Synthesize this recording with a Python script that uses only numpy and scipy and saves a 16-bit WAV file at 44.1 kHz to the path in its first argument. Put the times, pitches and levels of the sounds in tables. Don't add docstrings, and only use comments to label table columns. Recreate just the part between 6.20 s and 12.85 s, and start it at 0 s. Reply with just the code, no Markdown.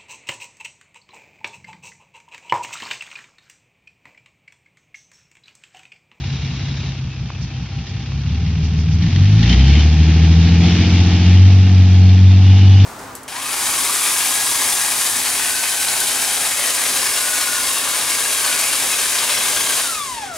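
import sys
import numpy as np
from scipy import signal
from scipy.fft import rfft, irfft, next_fast_len
from scipy.io import wavfile
from scipy.ndimage import uniform_filter1d, minimum_filter1d, map_coordinates

SR = 44100
rng = np.random.default_rng(int(sys.argv[2]) if len(sys.argv) > 2 else 0)


def store_wav(level_fs):
    pcm = np.round(np.clip(np.atleast_2d(level_fs), -1, 1) * 32767)
    wavfile.write(sys.argv[1], SR, pcm.T.astype(np.int16))


N = 293265
TIME = np.arange(N) / SR

# t/s, firing rate/Hz
FIRING_RATE = [(0.0, 33.4), (0.15, 33.8), (0.39, 33.7), (0.5, 34.2), (0.96, 32.3), (1.61, 32.6),
               (1.8, 32.1), (2.02, 34.8), (2.15, 37.6), (2.26, 39.1), (2.74, 39.2), (3.02, 47.7),
               (3.15, 53.3), (3.35, 61.6), (3.46, 68.1), (3.59, 74.8), (3.7, 76.6), (4.56, 87.2),
               (4.74, 88.8), (5.0, 88.0), (5.3, 95.1), (5.68, 92.0), (5.87, 92.7), (6.65, 97.1)]
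# t/s, load (0 idle, about 1 full), chug gain/dB
EFFORT = [(.5, 0.043, -27.5), (.9, 0.023, -30), (1.82, 0.035, -29), (1.95, 0.3, -28.5), (2.15, 0.52, -21.5),
          (2.6, 0.67, -21.5), (2.85, 0.7, -15.5), (3.1, 1.03, -24), (3.28, 1.09, -18), (3.75, 0.87, -20.5),
          (4.6, 1.02, -17), (5.05, 1.12, -20.5), (5.3, 1, -22.5), (6, 1.046, -26), (6.65, 0.94, -21.5)]
# idle level/dB, full-load level/dB
ORDER_LEVELS = [(-32, -18.5), (-43, -20), (-47, -23), (-34, -24.5), (-48.5, -31.5), (-58.5, -31.5)]
# f/Hz, gain/dB
PIPE_RESPONSE = [(25, -36), (45, -18.5), (65, -2.5), (98, 8.5), (125, -4), (165, 2.5), (195, -4.5),
                 (235, -2), (275, -11.5), (315, -6), (385, -22.5), (465, -15.5), (540, -38), (900, -51.5)]
# f/Hz, width/Hz, gain/dB
PIPE_WAVES = [(52, 12, -16), (54.2, 49.8, 18.5), (87.16, 5.1, -7.5), (122.7, 7.2, -10), (141.1, 61, 13),
              (149.3, 9.2, -13.5), (176.5, 2.2, -4.5), (280, 10, 2.5), (350, 12, 8)]
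IMBALANCE_DB = [-3.4, -9, 0.92]
# t/s, depth/dB
LOPE_DEPTH = [(.45, 1), (.9, 10), (1.7, 10.5), (2.1, 4), (3.3, 1), (4.9, -1), (5.4, 0.7)]
# t/s, level/dB
KNOCK_LEVEL = [(0.0, -38), (0.18, -36), (0.67, -36), (0.85, -42.5), (2.8, -37), (2.83, -32.5), (3.15, -31),
               (3.33, -22), (3.37, -26.5), (3.59, -24), (3.7, -29), (4.41, -27), (4.44, -23), (5.18, -27),
               (5.35, -30.5), (6.15, -32), (6.63, -29.5), (6.65, -27)]
# f/Hz, level/dB
DRONE_SPECTRUM = [(60, -28), (250, 10), (440, -2), (550, -7), (660, -5.5), (770, -6.5), (900, -6),
                  (1150, -6), (1500, -6), (2100, -26.5), (4000, -62.5)]
# f/Hz, level/dB
GROWL_SPECTRUM = [(520, -19), (690, 7.5), (880, 3.5), (1120, -27.5)]
# f/Hz, level/dB
CLATTER_SPECTRUM = [(700, -41.5), (1300, -21), (1650, -0.5), (1870, -4), (2050, 1), (2300, 2.5), (2650, 3),
                    (3100, 1), (3700, 2), (4300, -4), (5200, -12.5), (7500, -52.5)]
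# f/Hz, level/dB
HISS_SPECTRUM = [(2500, -43), (3900, -13), (4600, 3), (5200, 1), (5900, -2.5), (6500, -6), (7200, -17.5),
                 (7800, -47.5)]
# f/Hz, width/Hz, gain/dB
PANEL_MODES = [(795, 5, 11), (873, 27, 1.5), (1798, 24, 9.5), (1910, 23, 8.5), (2206, 17, 4.5),
               (2400, 73, 3.5), (2720, 51, 1), (2640, 26, 1), (2815, 32, 7.5), (3120, 29, 7.5),
               (3330, 11, 10), (3540, 18, 2.5), (4280, 23, 8.5), (5630, 53, 4.5), (5980, 45, 7)]
# f/Hz, side minus mid/dB
STEREO_WIDTH = [(100, -30), (300, -15.5), (500, -13), (900, -8.5), (1500, -7), (2500, -11.5), (3600, -5.5),
                (4400, 0.5), (5500, 2), (7200, 8)]
# f/Hz, left minus right/dB
STEREO_BALANCE = [(100, 8), (500, 0.5), (1500, 2), (2700, 2), (4200, 1.5), (5200, -7.5), (7200, -4)]
# t/s, level/dB
BED_BLOWS = [(1.668, -39.5), (2.263, -39), (2.823, -31.5), (2.865, -37), (2.961, -31), (3.194, -33),
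             (3.229, -25.5), (3.296, -27), (3.328, -25), (3.394, -31), (3.481, -28.5), (5.141, -33)]
# f/Hz, level/dB
STEEL_SPECTRUM = [(800, -33.5), (1500, -23), (1850, 3), (2100, 9.5), (2400, -6.5), (3100, 5.5), (4200, 1),
                  (6000, -12.5), (7500, -47.5)]
# start/s, end/s, f/Hz, width/Hz, level/dB
FLUTTER_BANDS = [(0, .72, 3820, 610, -45), (.05, 0.651, 5500, 990, -49.5), (1.297, 2.55, 794.5, 10, -53),
                 (2.17, 2.847, 425, 45, -47), (3.285, 3.62, 3080, 94, -34.5), (4.437, 5.22, 3015, 68, -42),
                 (6.25, 6.7, 2960, 250, -37.5), (5.897, 6.7, 3530, 310, -42.5)]
# t/s, level/dB
SWISH_EVENTS = [(1.234, -41), (1.69, -46), (2.454, -41.5), (2.603, -42), (2.737, -42.5)]
# t/s, gain/dB
TICK_EVENTS = [(1.1033, -29), (1.92, -36.5)]
# f/Hz, gain/dB, t60/s
TICK_RING = [(630, -13.5, .008), (1055, 12.5, 0.0062), (1370, -6, .008)]


def exhaust_boom(firings, rate_hz, load, waver_db=1.0, dispersion_rad=0.694):
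    total = np.zeros(N)
    for k, (idle_db, loaded_db) in enumerate(ORDER_LEVELS, 1):
        db = idle_db + load * (loaded_db - idle_db)
        db += along(PIPE_RESPONSE, k * rate_hz) + peaks_db(PIPE_WAVES, k * rate_hz)
        db += waver_db * np.sqrt(k) * wobble(21)
        lag_rad = dispersion_rad * (k - 1) ** 2
        total += amp(db) * np.cos(2 * np.pi * k * (firings - .4) - lag_rad)
    return total


def exhaust_chug(firings, rate_hz, knock_db, scatter=.1, gas_db=-22):
    pace = rate_hz / rate_hz.max()
    bark_db = 8.5 * (pace - 1) + 0.66 * knock_db
    cycle = np.exp(2j * np.pi * firings / 6)
    phasor, lines = np.ones(N, complex), np.zeros(N)
    knots_s = np.linspace(0, TIME[-1], int(TIME[-1] * 16))
    for k in range(1, 46):
        phasor = phasor * cycle
        hz, offset = k * rate_hz / 6, min(k % 6, -k % 6)
        if offset:
            bark_share = along([(180, 0.27), (320, 0.96)], hz)
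            db = IMBALANCE_DB[offset - 1] + along(PIPE_RESPONSE, hz) + bark_share * bark_db
            draws = rng.standard_normal(len(knots_s)) + 1j * rng.standard_normal(len(knots_s))
            drift = scatter / pace * np.interp(TIME, knots_s, draws)
            strength = np.exp(2j * np.pi * rng.random()) + drift
            lines += amp(db) * np.real(strength * phasor)
    lines /= np.sqrt(np.abs(uniform_filter1d(lines ** 2, SR // 3)))
    gas = unit(filtered(rng.standard_normal(N), lambda hz: amp(along(PIPE_RESPONSE, hz))))
    return lines + amp(gas_db) * gas


def stumble(firings, weakest_firing=1.57):
    return np.abs(np.cos(np.pi * (firings - weakest_firing) / 6)) ** 2.5


def lope(firings):
    depth_db, = curves(LOPE_DEPTH)
    gain = amp(-depth_db * stumble(firings))
    return gain / uniform_filter1d(gain, SR // 2)


def combustion_beat(firings, rate_hz, decay_s=0.025, scatter_db=0.5, steady_share=0.5):
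    age_s = firings % 1 / rate_hz
    sizes = amp(scatter_db * rng.standard_normal(int(firings[-1]) + 1))
    power = (sizes[firings.astype(int)] * np.exp(-age_s / decay_s)) ** 2
    power /= np.abs(uniform_filter1d(power, SR // 4)) + 1e-9
    return np.sqrt(steady_share + (1 - steady_share) * power)


def engine_bay(firings, rate_hz, knock_db, cruise_hz=80):
    octaves = np.log2(rate_hz / cruise_hz)
    beat = combustion_beat(firings + .7, rate_hz)
    drone = amp(-34 + 0.67 * knock_db + 0.1 * octaves) * panel_noise(DRONE_SPECTRUM)
    growl = amp(-40.5 + 0.67 * knock_db + 5.5 * octaves) * panel_noise(GROWL_SPECTRUM)
    jitter_db = 1.2 * wobble(220)
    clatter = amp(-32 + 0.85 * knock_db + 0.6 * wobble(25) + jitter_db) * panel_noise(CLATTER_SPECTRUM)
    hiss = amp(-41 + 0.8 * knock_db + .5 * jitter_db) * panel_noise(HISS_SPECTRUM)
    return beat * (drone + growl + clatter) + np.sqrt(beat) * hiss


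def bed_rattle(crack_t60_s=.03, rattle_t60_s=.12):
    envelope = np.zeros(N)
    for start_s, db in BED_BLOWS:
        age_s = np.abs(TIME - start_s)
        crack = 1.1 * amp(-60 * age_s / crack_t60_s)
        rattle = amp(-60 * age_s / rattle_t60_s)
        envelope += (TIME >= start_s) * amp(db) * (crack + rattle)
    return envelope * panel_noise(STEEL_SPECTRUM)


def flutter_band(start_s, end_s, centre_hz, width_hz, db, fade_s=.02, flutter_db=2.2):
    shape = lambda hz: 1 / (1 + (2 * (hz - centre_hz) / width_hz) ** 2)
    band = unit(filtered(rng.standard_normal(N), shape))
    gate = np.clip(np.minimum(TIME - start_s, end_s - TIME) / fade_s + .5, 0, 1)
    return gate * amp(db + flutter_db * wobble(30)) * band


def mount_squeak(firings):
    squeak = flutter_band(start_s=.72, end_s=1.42, centre_hz=2590, width_hz=120, db=-46.5)
    return stumble(firings) * squeak


def swishes(sigma_s=.018):
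    envelope = sum(amp(db) * np.exp(-.5 * ((TIME - at_s) / sigma_s) ** 2) for at_s, db in SWISH_EVENTS)
    return envelope * panel_noise(HISS_SPECTRUM)


def ticks():
    t = np.arange(SR // 20) / SR
    ring = sum(amp(db - 60 * t / t60_s) * np.sin(2 * np.pi * hz * t) for hz, db, t60_s in TICK_RING)
    blows = np.zeros(N)
    for at_s, db in TICK_EVENTS:
        blows[round(at_s * SR)] = amp(db)
    return signal.fftconvolve(blows, ring)[:N]


def panel_noise(spectrum):
    def colour(hz):
        mid_side = amp(np.outer([0, 1], along(STEREO_WIDTH, hz)))
        return amp(along(spectrum, hz) + peaks_db(PANEL_MODES, hz)) * mid_side

    mid, side = filtered(rng.standard_normal((2, N)), colour)
    balance = lambda hz: amp(np.outer([.5, -.5], along(STEREO_BALANCE, hz)))
    pair = filtered(np.array([mid + side, mid - side]), balance)
    return pair / np.std(pair.mean(axis=0))


def amp(db):
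    return 10 ** (np.asarray(db) / 20)


def unit(x):
    return x / np.sqrt(np.mean(x ** 2) + 1e-20)


def along(points, hz):
    knots_hz, values = np.transpose(points)
    return np.interp(np.log(hz + 1), np.log(knots_hz + 1), values)


def peaks_db(rows, hz):
    return sum(db / (1 + (2 * (hz - centre_hz) / width_hz) ** 2) for centre_hz, width_hz, db in rows)


def curves(rows):
    knots_s, *columns = np.transpose(rows)
    return [np.interp(TIME, knots_s, column) for column in columns]


def wobble(knot_hz):
    return map_coordinates(rng.standard_normal(int(N * knot_hz / SR) + 4), [TIME * knot_hz])


def filtered(x, response):
    size = 2 * next_fast_len(N // 2 + SR // 4)
    return irfft(rfft(x, size) * response(np.fft.rfftfreq(size, 1 / SR)), size)[..., :N]


def scene():
    rate_hz, = curves(FIRING_RATE)
    load, chug_db = curves(EFFORT)
    knock_db = curves(KNOCK_LEVEL)[0] + 30
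    firings = np.cumsum(rate_hz) / SR
    chug = amp(chug_db) * exhaust_chug(firings, rate_hz, knock_db)
    boom = exhaust_boom(firings, rate_hz, load)
    exhaust = lope(firings) * (boom + chug) * amp([[.3], [-.3]])
    bed = bed_rattle()
    bands = mount_squeak(firings) + sum(flutter_band(*row) for row in FLUTTER_BANDS)
    bay = engine_bay(firings, rate_hz, knock_db)
    return exhaust + bay + bed + bands * amp([[1.1], [-1.1]]) + swishes() + ticks()


def record(dry, ceiling=.96, top_hz=7838):
    needed = np.minimum(1, ceiling / (np.abs(dry).max(axis=0) + 1e-9))
    gain = uniform_filter1d(minimum_filter1d(needed, SR // 100), SR // 100)
    return filtered(dry * gain, lambda hz: hz < top_hz)


dry = scene()
out = record(dry)
store_wav(out)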